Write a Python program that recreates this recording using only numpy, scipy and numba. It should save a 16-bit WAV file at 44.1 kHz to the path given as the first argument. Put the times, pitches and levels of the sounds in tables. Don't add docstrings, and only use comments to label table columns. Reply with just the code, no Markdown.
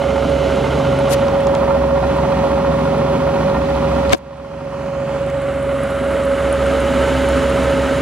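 import sys
import numpy as np
from scipy import signal
from scipy.fft import rfft, irfft
from scipy.io import wavfile
from scipy.ndimage import uniform_filter1d
from numba import njit

SR = 44100
rng = np.random.default_rng(int(sys.argv[2]) if len(sys.argv) > 2 else 0)


def wav_record(signal):
    frames = np.transpose(np.atleast_2d(signal))
    bounded = np.clip(frames, -1, 1)
    quanta = np.round(bounded * 32767).astype(np.int16)
    wavfile.write(sys.argv[1], SR, quanta)


N = 353241
T = np.arange(N) / SR
HZ = np.arange(N // 2 + 1) * SR / N
SPINDLE_HZ = 14.452

KNOCK_PATTERN = [(.29, .05, 1.), (.59, .065, 1.)]


def undb(db):
    return 10 ** (np.asarray(db) / 20)


def curves(table, x=T):
    first, *columns = np.transpose(table)
    return [np.interp(x, first, column) for column in columns]


def at_place(place, values):
    return np.interp(place, range(4), values)


def pan(pan_db):
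    return undb(np.array([pan_db, -pan_db]) / 2)


def bell(centre_hz, log_width, steepness=2):
    return np.exp(-(np.log(HZ / centre_hz + 1e-9) / log_width) ** steepness)


def wander(rate_hz):
    hold = int(SR / rate_hz)
    steps = np.repeat(rng.standard_normal(size=320), hold)[:N + hold]
    return 1.3 * uniform_filter1d(uniform_filter1d(steps, hold), hold)[:N]


def add(out, start_s, sound, level_db, pan_db):
    start = int(start_s * SR)
    stereo = undb(level_db) * pan(pan_db)[:, None] * sound
    out[:, start:start + stereo.shape[1]] += stereo[:, :N - start]


def ring(hz, t60_s):
    t = T[:int(t60_s * SR)]
    return np.sin(2 * np.pi * hz * t) * np.exp(-np.log(1000) * t / t60_s) * np.minimum(hz * t, 1)


@njit
def duck(peak_db, trip_db, target_db, attack, hold_samples, release):
    gain_db = np.empty(len(peak_db))
    now_db, want_db, wait = 0., 0., 0.
    for i in range(len(peak_db)):
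        if peak_db[i] > trip_db and target_db - peak_db[i] < min(want_db, now_db):
            want_db, wait = target_db - peak_db[i], hold_samples
        wait -= 1
        if wait > 0:
            now_db += (want_db - now_db) * attack
        else:
            want_db, now_db = 0., now_db * (1 - release)
        gain_db[i] = now_db
    return gain_db


def climbing_hiss():
    # time_s, centre_hz, level_db
    sweep = [(4.2, 5500, -56), (4.6, 5600, -53), (4.9, 6400, -52), (5.2, 7200, -56), (5.45, 8800, -60),
             (5.75, 9700, -54), (6.3, 9500, -52), (6.7, 10700, -57), (7.1, 10600, -75)]
    centre_hz, level_db = curves(sweep)
    noise = signal.lfilter(*signal.butter(2, 650, fs=SR), rng.standard_normal((4, N)))
    noise /= noise.std()
    phase = 2 * np.pi * np.cumsum(centre_hz) / SR
    mid, side = noise[:2] * np.cos(phase) + noise[2:] * np.sin(phase)
    return undb(level_db) * (mid + .4 * side * np.array([[1], [-1]]))


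def nail_ticks():
    # start_s, level_db, pitch_hz, pan_db
    taps = [(1.108, -22, 9000, 9), (1.1225, -22, 4500, 9), (1.135, -18, 5000, 9), (1.147, -21, 3000, 9),
            (1.2825, -21, 4500, 6), (1.284, -24, 6200, 6), (1.469, -24, 5500, 5), (1.4705, -22, 6600, 5),
            (1.472, -18, 3800, 5), (1.5505, -13.5, 4000, 8), (1.551, -18, 6800, 9), (1.552, -15, 3000, 7),
            (1.554, -12, 2000, 6), (2.167, -35, 10000, -6), (4.095, -15, 4500, 10), (4.0953, -26, 7500, 10),
            (4.113, -20, 4000, 8), (4.1054, -13, 2400, 10), (4.1045, -29, 6800, 10), (4.182, -19, 6800, 6),
            (5.3, -32, 11000, 6), (5.301, -28, 7000, 3)]
    out = np.zeros((2, N))
    for start_s, level_db, hz, pan_db in taps:
        burst = rng.standard_normal(size=220) * np.exp(-T[:220] / .0008)
        crack = signal.lfilter(*signal.butter(4, 1.2 * hz, fs=SR), burst)
        add(out, start_s, .7 * crack, level_db, pan_db)
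        add(out, start_s, .7 * ring(hz, t60_s=.004), level_db, pan_db)
    return out


def finger_scuffs():
    # start_s, loudest_s, end_s, level_db, pan_db, cutoff_hz
    rubs = [(1.08, 1.135, 1.154, -25, 11, 10500), (1.09, 1.14, 1.154, -28, 9, 5000),
            (4.095, 4.131, 4.14, -23, 8, 4000), (4.118, 4.133, 4.141, -20.5, 12, 8000),
            (4.134, 4.145, 4.165, -17, 8, 5500), (4.15, 4.175, 4.195, -34, 14, 13000)]
    out = np.zeros((2, N))
    grains = rng.standard_normal((2, N)) * undb(1.4 * rng.exponential(size=N))
    for start_s, loudest_s, end_s, level_db, pan_db, cutoff_hz in rubs:
        grit = signal.lfilter(*signal.butter(2, [cutoff_hz / 4, cutoff_hz], "band", fs=SR), grains)
        swell = np.interp(T, [start_s, loudest_s, end_s], [0, 1, 0]) ** 1.5
        out += grit / grit.std() * undb(level_db) * pan(pan_db)[:, None] * swell
    return out


def shell_bump():
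    # pitch_hz, level_db, t60_s
    modes = [(350, -2.2, .025), (732, -4, .02), (1000, -5, .015), (1600, -6, .01), (2250, -9, .012),
             (3600, -13, .008), (7111, -16, .005)]
    # start_s, level_db, pan_db, cutoff_hz
    contacts = [(4.1326, 6, 3, 5000), (4.1368, 7, 3, 800), (4.1462, 7, 6, 1300)]
    blow = np.zeros(SR // 10)
    for hz, level_db, t60_s in modes:
        mode = undb(level_db) * ring(hz, t60_s)
        blow[:len(mode)] += mode
    rocking = np.array([blow, -np.roll(blow, shift=5)])
    out = np.zeros((2, N))
    for start_s, level_db, pan_db, cutoff_hz in contacts:
        thud = signal.lfilter(*signal.butter(2, cutoff_hz, fs=SR), rocking)
        add(out, start_s, thud / abs(thud).max(), level_db, pan_db)
    return out


def steady_tones(place):
    # pitch_hz, front_db, close_db, backing_db, aside_db
    tones = [(60.3, -43, -39.5, -43, -37), (72.6, -44, -42, -46, -44), (120, -42, -41, -44, -43),
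             (159.8, -48, -48, -44, -36), (173.4, -45, -41, -50, -50), (195.8, -45, -40, -52, -46),
             (240, -48, -35, -50, -46), (260.2, -45, -42, -44, -31), (289, -42, -38, -47, -47),
             (298.6, -42, -39, -48, -48), (390.1, -33, -33, -41, -43), (15734, -76, -71, -76, -71)]
    out = np.zeros(N)
    for hz, *levels_db in tones:
        level_db = at_place(place, levels_db) + 1.6 * wander(3)
        out += np.sqrt(2) * undb(level_db) * np.sin(2 * np.pi * (hz * T + rng.random()))
    return out


def spindle_ticks(place):
    # start_s, level_db, pitch_hz, pan_db
    accents = [(0.2982, -37, 8930, -1.5), (0.5591, -38, 8830, -1.5), (0.9906, -30, 9380, .6),
               (1.4052, -40, 9100, -8), (1.5444, -38, 9200, -3.5), (2.389, -37, 3900, -.6),
               (2.7138, -38, 3700, -2.5), (2.9811, -40, 9000, -3.5), (3.499, -32, 3900, -1.5),
               (3.6572, -35, 3700, -.6), (3.7524, -36, 4100, -1.1), (4.371, -42, 8950, 0),
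               (4.4444, -45, 8300, -2.5), (5.2644, -36, 9100, -2.2), (5.4186, -35, 8910, 1.1),
               (5.6266, -33, 9900, 3), (5.8341, -28, 9900, 3), (5.9035, -36, 10300, 1.5),
               (6.0412, -37, 9700, .6), (6.1124, -37, 10000, -.6), (6.2362, -31, 8200, -2.2),
               (6.2524, -33, 10800, -.6), (6.5266, -21, 9400, .6), (6.6653, -29, 8800, -1.5),
               (6.8039, -28, 9250, -1.1), (7.2883, -25, 9980, -.6), (7.4954, -29, 8720, -2.5)]
    starts_s = (np.arange(int(T[-1] * SPINDLE_HZ)) + .36) / SPINDLE_HZ
    force, detune = rng.standard_normal((len(starts_s), 2)).T
    faint_db = at_place(place[(starts_s * SR).astype(int)], [-45, -50, -42, -39]) + 3 * force
    faint_hz = 9500 * (1 + .07 * detune)
    faint = [(start_s, db, hz, -1.5) for start_s, db, hz in zip(starts_s, faint_db, faint_hz)]
    out = np.zeros((2, N))
    for start_s, level_db, hz, pan_db in faint + accents:
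        cluster_hz = hz * np.array([.95, .985, 1.015, 1.06]) * (1 + .015 * rng.standard_normal(4))
        click = sum(ring(mode_hz, t60_s=.012) for mode_hz in cluster_hz) / 1.2
        click *= np.minimum(T[:len(click)] / .0005, 1)
        add(out, start_s, click, level_db, pan_db)
    return out


def rattle_spectra(place):
    knock_shares = [.5, .55, .4, .2]
    turn = T * SPINDLE_HZ
    force = undb(1.2 * rng.standard_normal((int(turn[-1]) + 1, len(KNOCK_PATTERN))))[turn.astype(int)]
    pulses = sum(strength * force[:, k] * np.exp(-.5 * ((turn % 1 - position) / width) ** 2)
                 for k, (position, width, strength) in enumerate(KNOCK_PATTERN))
    depth = at_place(place, knock_shares)
    gate = np.sqrt(1 - depth + depth * pulses ** 2 / np.mean(pulses ** 2))
    share = .33 * bell(1050, .4) + .15 * (HZ > 600) * (HZ < 5000)
    spectra = []
    for _ in range(2):
        rattle = rfft(gate * rng.standard_normal(N))
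        rush = rfft(undb(1.2 * wander(9)) * rng.standard_normal(N))
        spectra.append(np.sqrt(share) * rattle + np.sqrt(1 - share) * rush)
    return spectra


def casting_roar(place):
    # frequency_hz, density_db, pan_db, coherence (0-1)
    front = [(35, -62.4, -0.1, 1.0), (110, -51.0, 0.4, 0.995), (280, -49.3, -0.4, 0.96),
             (480, -51.6, -4.2, 0.97), (640, -50.8, -5.0, 0.97), (950, -58.6, -2.9, 0.94),
             (1400, -59.0, -2.2, 0.97), (1800, -68.5, -1.8, 0.93), (3000, -68.6, -2.2, 0.98),
             (5000, -80.4, -0.8, 0.92), (7000, -83.4, -0.9, 0.83), (10000, -89.5, -0.6, 0.62),
             (12500, -96.2, 0.2, 0.43), (15000, -100.7, -0.1, 0.38)]
    close = [(35, -64.1, 0.1, 1.0), (110, -51.2, 0.3, 0.995), (280, -49.1, -0.9, 0.95),
             (480, -54.8, -1.7, 0.74), (640, -54.3, -5.4, 0.89), (950, -51.7, -4.5, 0.94),
             (1400, -61.0, -1.8, 0.74), (1800, -67.3, -2.2, 0.75), (3000, -73.8, -1.6, 0.62),
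             (5000, -81.7, -1.9, 0.54), (7000, -88.0, -5.3, 0.57), (10000, -92.5, -11.4, 0.49),
             (12500, -100.4, -12.9, 0.25), (15000, -105.1, -8.0, 0.22)]
    backing = [(35, -70.1, -0.0, 1.0), (110, -58.1, 0.3, 0.99), (280, -52.2, -0.8, 0.95),
               (480, -56.1, -4.5, 0.97), (640, -56.5, -4.9, 0.98), (950, -60.3, -3.5, 0.98),
               (1400, -59.4, -2.0, 0.99), (1800, -65.9, -1.2, 0.98), (3000, -73.7, 0.6, 0.98),
               (5000, -88.2, -1.4, 0.6), (7000, -87.5, -3.9, 0.67), (10000, -87.7, 4.0, 0.77),
               (12500, -97.4, 2.2, 0.37), (15000, -100.3, -3.4, 0.49)]
    aside = [(35, -63.0, 0.0, 1.0), (110, -52.0, 0.0, 0.995), (280, -51.5, -1.0, 0.96),
             (480, -52.0, -4.2, 0.98), (640, -56.5, -4.4, 0.98), (950, -57.3, -2.7, 0.98),
             (1400, -57.5, -1.6, 0.99), (1800, -61.6, -1.1, 0.98), (3000, -67.2, 0.2, 1.0),
             (5000, -78.9, -0.1, 0.87), (7000, -80.3, -5.2, 0.89), (10000, -84.4, 0.0, 0.92),
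             (12500, -93.7, -0.4, 0.47), (15000, -95.7, -3.5, 0.37)]
    # centre_hz, width_hz, front_db, close_db, backing_db, aside_db
    resonances = [(103, 35, -4, -5, -4, -6), (1550, 50, 0, -1, 0, 5), (1490, 80, -1, -4, 0, 0),
                  (3060, 110, 0, 3, 0, 0), (3400, 200, 0, 3, 0, 0), (4560, 70, 2, 4, 0, 1),
                  (250, 30, 2, 4, 2, 4), (330, 40, -4, -4, -4, -1), (445, 30, 5, 3, 2, 4),
                  (490, 30, -3, -3, -3, -3), (635, 45, 0, 5, 7, 7), (685, 40, -1, -5, -4, -5),
                  (890, 50, 4, 0, 0, 3), (960, 300, -1, -2, -2, -1), (1140, 60, 0, 0, 4, -3),
                  (1290, 110, 0, 0, 0, 1.5), (1400, 90, 3, 2, 2, 0), (1710, 100, -4, -3, -2, -2),
                  (1850, 60, 0, 4, 0, 0), (2110, 80, 5, 0, 3, 2), (2500, 160, -1, 3, -2, -3),
                  (2985, 110, 3, 0, 2, 3.5), (3870, 90, 0, 0, 3, 3), (4130, 120, 3, 4, 0, 0),
                  (6500, 180, 4, 4, 0, 4), (5900, 600, 0, 0, -2, -2), (7150, 200, 0, 1, 2, 4),
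                  (7750, 250, 0, 1, 7, 1), (8300, 400, -3, 0, -3, -2), (9400, 400, 4, 2, 0, 5),
                  (10300, 600, 0, 1, 0, 1), (12500, 3000, -2, -1, -2, -1)]
    # front_s, close_s, backing_s, aside_s
    lags_s = [0, 6e-5, 1e-5, 0]
    mid_noise, side_noise = rattle_spectra(place)
    out = np.zeros((2, N))
    for k, colour in enumerate((front, close, backing, aside)):
        level_db, pan_db, coherence = curves([(np.log(hz), *row) for hz, *row in colour], np.log(HZ + 1))
        level_db += sum(gains_db[k] / (1 + (2 * (HZ - hz) / width_hz) ** 2)
                        for hz, width_hz, *gains_db in resonances)
        level_db -= 10 * np.log10(1 + (38 / (HZ + 1)) ** 8)
        coherence **= np.clip(HZ / 300, .5, 1)
        mid = mid_noise * np.sqrt((1 + coherence) / 2)
        side = side_noise * np.sqrt((1 - coherence) / 2)
        ports = np.array([(mid + side) * np.exp(-2j * np.pi * HZ * lags_s[k]), mid - side])
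        crossfade = np.clip(1 - abs(place - k), 0, 1)
        out += crossfade * irfft(ports * pan(pan_db) * undb(level_db), N)
    return out * np.sqrt(SR / 2)


def sliding_notch(roar, half_width_hz=350):
    # time_s, centre_hz, depth (0-1)
    sweep = [(4.3, 3600, 0), (4.55, 3650, .4), (4.85, 3500, .45), (5.1, 3900, .4), (5.4, 4500, 0)]
    centre_hz, depth = curves(sweep)
    carrier = np.exp(2j * np.pi * np.cumsum(centre_hz) / SR)
    baseband = signal.filtfilt(*signal.butter(2, half_width_hz, fs=SR), roar / carrier)
    return roar - depth * 2 * np.real(baseband * carrier)


def spindle_knocks(place, attack_s=.004, pan_db=-3.):
    # pitch_hz, t60_s, front_db, close_db, backing_db, aside_db
    modes = [(765, .06, -31, -24, -36, -31), (895, .07, -26, -28, -38, -28),
             (940, .08, -32, -21.5, -40, -30), (1000, .06, -34, -25, -40, -32),
             (1140, .06, -31, -26, -29, -32), (1290, .08, -32, -34, -29, -21),
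             (1390, .07, -31, -28, -35, -31), (1845, .08, -40, -35, -42, -36),
             (2120, .07, -34, -42, -38, -35), (2540, .06, -38, -40, -46, -42),
             (2985, .08, -37, -45, -42, -35), (4100, .05, -44, -46, -50, -46)]
    out = np.zeros((2, N))
    turns = int(T[-1] * SPINDLE_HZ)
    turn_db = 1.7 * rng.standard_normal(turns)
    for position, width, strength in KNOCK_PATTERN:
        for turn in range(turns):
            late, force, detune, *blend = rng.standard_normal(3 + len(modes))
            start_s = (turn + position + width * (.7 * late - 1.1)) / SPINDLE_HZ
            accent_db = turn_db[turn] + 1.2 * force
            for (hz, t60_s, *levels_db), emphasis in zip(modes, blend):
                level_db = at_place(place[int(start_s * SR)], levels_db) + accent_db + 2.2 * emphasis
                mode = ring(hz * (1 + .012 * detune), t60_s)
                mode *= np.minimum(T[:len(mode)] / attack_s, 1)
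                add(out, start_s, strength * mode, level_db, pan_db + 2.5 * emphasis * detune)
    return out


def rotor_thrum(place, mean_hz=22.25):
    # time_s, speed_hz, third_db, sixth_db
    hunting = [(0, 22.47, -30, -34), (.45, 22.55, -26, -28), (.8, 22.6, -28, -24.5), (1.15, 22.4, -29, -25),
               (1.4, 22.3, -33, -40), (1.65, 21.95, -28, -40), (1.9, 21.9, -24, -28),
               (2.25, 22.0, -26, -32), (2.6, 22.2, -28, -44), (3.1, 22.52, -32.5, -29),
               (3.35, 22.3, -32, -34), (3.6, 22.07, -27, -42), (4.0, 21.97, -25, -32),
               (4.6, 22.55, -32, -29), (5.1, 22.42, -32, -28), (5.7, 22.53, -31, -29),
               (6.05, 22.13, -29.5, -34), (6.5, 22.05, -26.5, -42), (6.9, 22.03, -23.5, -32),
               (7.6, 22.12, -23.5, -31), (8.01, 22.37, -26.5, -34)]
    # harmonic, swell_db_per_hz (above mean speed), front_db, close_db, backing_db, aside_db
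    others = [(2, 0, -44, -44, -44, -44), (4, 6, -37, -36, -37, -41), (5, 0, -44, -41, -44, -41),
              (7, 6, -35, -28, -36, -46), (8, 0, -43, -43, -43, -43), (9, 0, -44, -34, -50, -41),
              (11, 0, -39, -36, -40, -39), (12, 10, -32, -40, -33, -26)]
    speed_hz, third_db, sixth_db = curves(hunting)
    angle = 2 * np.pi * np.cumsum(speed_hz) / SR
    harmonics = [(3, third_db), (6, sixth_db)]
    for harmonic, swell, *levels_db in others:
        harmonics.append((harmonic, swell * (speed_hz - mean_hz) + at_place(place, levels_db)))
    out = np.zeros(N)
    for harmonic, level_db in harmonics:
        gain = np.sqrt(2) * undb(level_db + 1.2 * wander(9))
        out += gain * np.sin(harmonic * angle + 2 * np.pi * rng.random())
    return out


def gear_whine(pitch_hz=553.3):
    # time_s, level_db, pan_db, left_lead_rad
    standing_waves = [(0, -20.6, -9.2, -.2), (.35, -20.4, -9.2, -.32), (.7, -22.5, -6.7, -.93),
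                      (1.0, -16.4, -2, -.72), (1.7, -16.6, -3.3, -.9), (2.7, -19.2, -2.7, -.95),
                      (4.05, -19, -2.8, -.93), (4.5, -19, -4.8, -.58), (5.2, -17, -3.2, -.25),
                      (6.0, -19.5, -2.4, -.27), (6.35, -16.6, -3, -.17), (7.3, -19.4, -3, -.14),
                      (8.01, -18.7, -2.4, -.1)]
    # rate_hz, phase_swing_rad, tremolo_depth, tremolo_lead_rad
    runout = [(8.53, .2, .12, 1.), (17.06, .33, .15, 4.), (25.6, .13, .04, 0), (14.45, .18, .04, 0)]
    level_db, pan_db, left_lead = curves(standing_waves)
    flutter = 1 + .16j * wander(35) + .13 * wander(35)
    for rate_hz, swing, tremolo, lead in runout:
        angle = 2 * np.pi * (rate_hz * T + rng.random())
        flutter += 1j * swing * np.cos(angle) + tremolo * np.cos(angle + lead)
    tone = flutter * np.exp(2j * np.pi * pitch_hz * T)
    return np.sqrt(2) * undb(level_db) * pan(pan_db) * np.real([tone * np.exp(1j * left_lead), tone])


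def scene():
    # time_s, standpoint (0-3), roar_gain_db, rasp_lift_db
    route = [(0, 0, .7, 0), (.6, 0, 1.5, 0), (1.1, .3, 1.7, 1), (1.6, 1, 1, -1), (2.2, 1, 1.2, .6),
             (3.2, 1, .6, 0), (4.05, 1, 1.2, 1.5), (4.4, 1.1, .8, 3), (4.8, 1.25, .6, 2.5),
             (5.2, 1.4, 1.2, 2.5), (5.35, 1.8, 2.2, 3), (5.6, 2, 2.2, .8), (6.1, 2.15, 1.8, .3),
             (6.6, 2.6, 2.2, -.4), (7, 3, 1.8, 0), (8.01, 3, 1.5, -.5)]
    place, roar_db, lift_db = curves(route)
    roar = casting_roar(place)
    rasp = irfft(rfft(roar) * bell(4000, .9, steepness=4), N)
    roar = sliding_notch(undb(roar_db) * (roar + (undb(lift_db) - 1) * rasp))
    drone = roar + gear_whine() + steady_tones(place) + rotor_thrum(place)
    machine = drone + spindle_ticks(place) + spindle_knocks(place)
    return machine + climbing_hiss() + nail_ticks() + finger_scuffs() + shell_bump()


def record(dry):
    twist = np.exp(-.7j * bell(330, .4))
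    ports = np.array([irfft(rfft(dry[0]) * twist, N), dry[1]])
    peak_db = 20 * np.log10(abs(ports).max(axis=0) + 1e-9)
    gain_db = duck(peak_db, trip_db=3.5, target_db=-7.6,
                   attack=1 / (.009 * SR), hold_samples=.07 * SR, release=1 / (.71 * SR))
    clipped = np.clip(ports * undb(gain_db), -.93, .93)
    return signal.sosfilt(signal.ellip(14, .2, 80, 15760, fs=SR, output="sos"), clipped)


dry = scene()
out = record(dry)
wav_record(out)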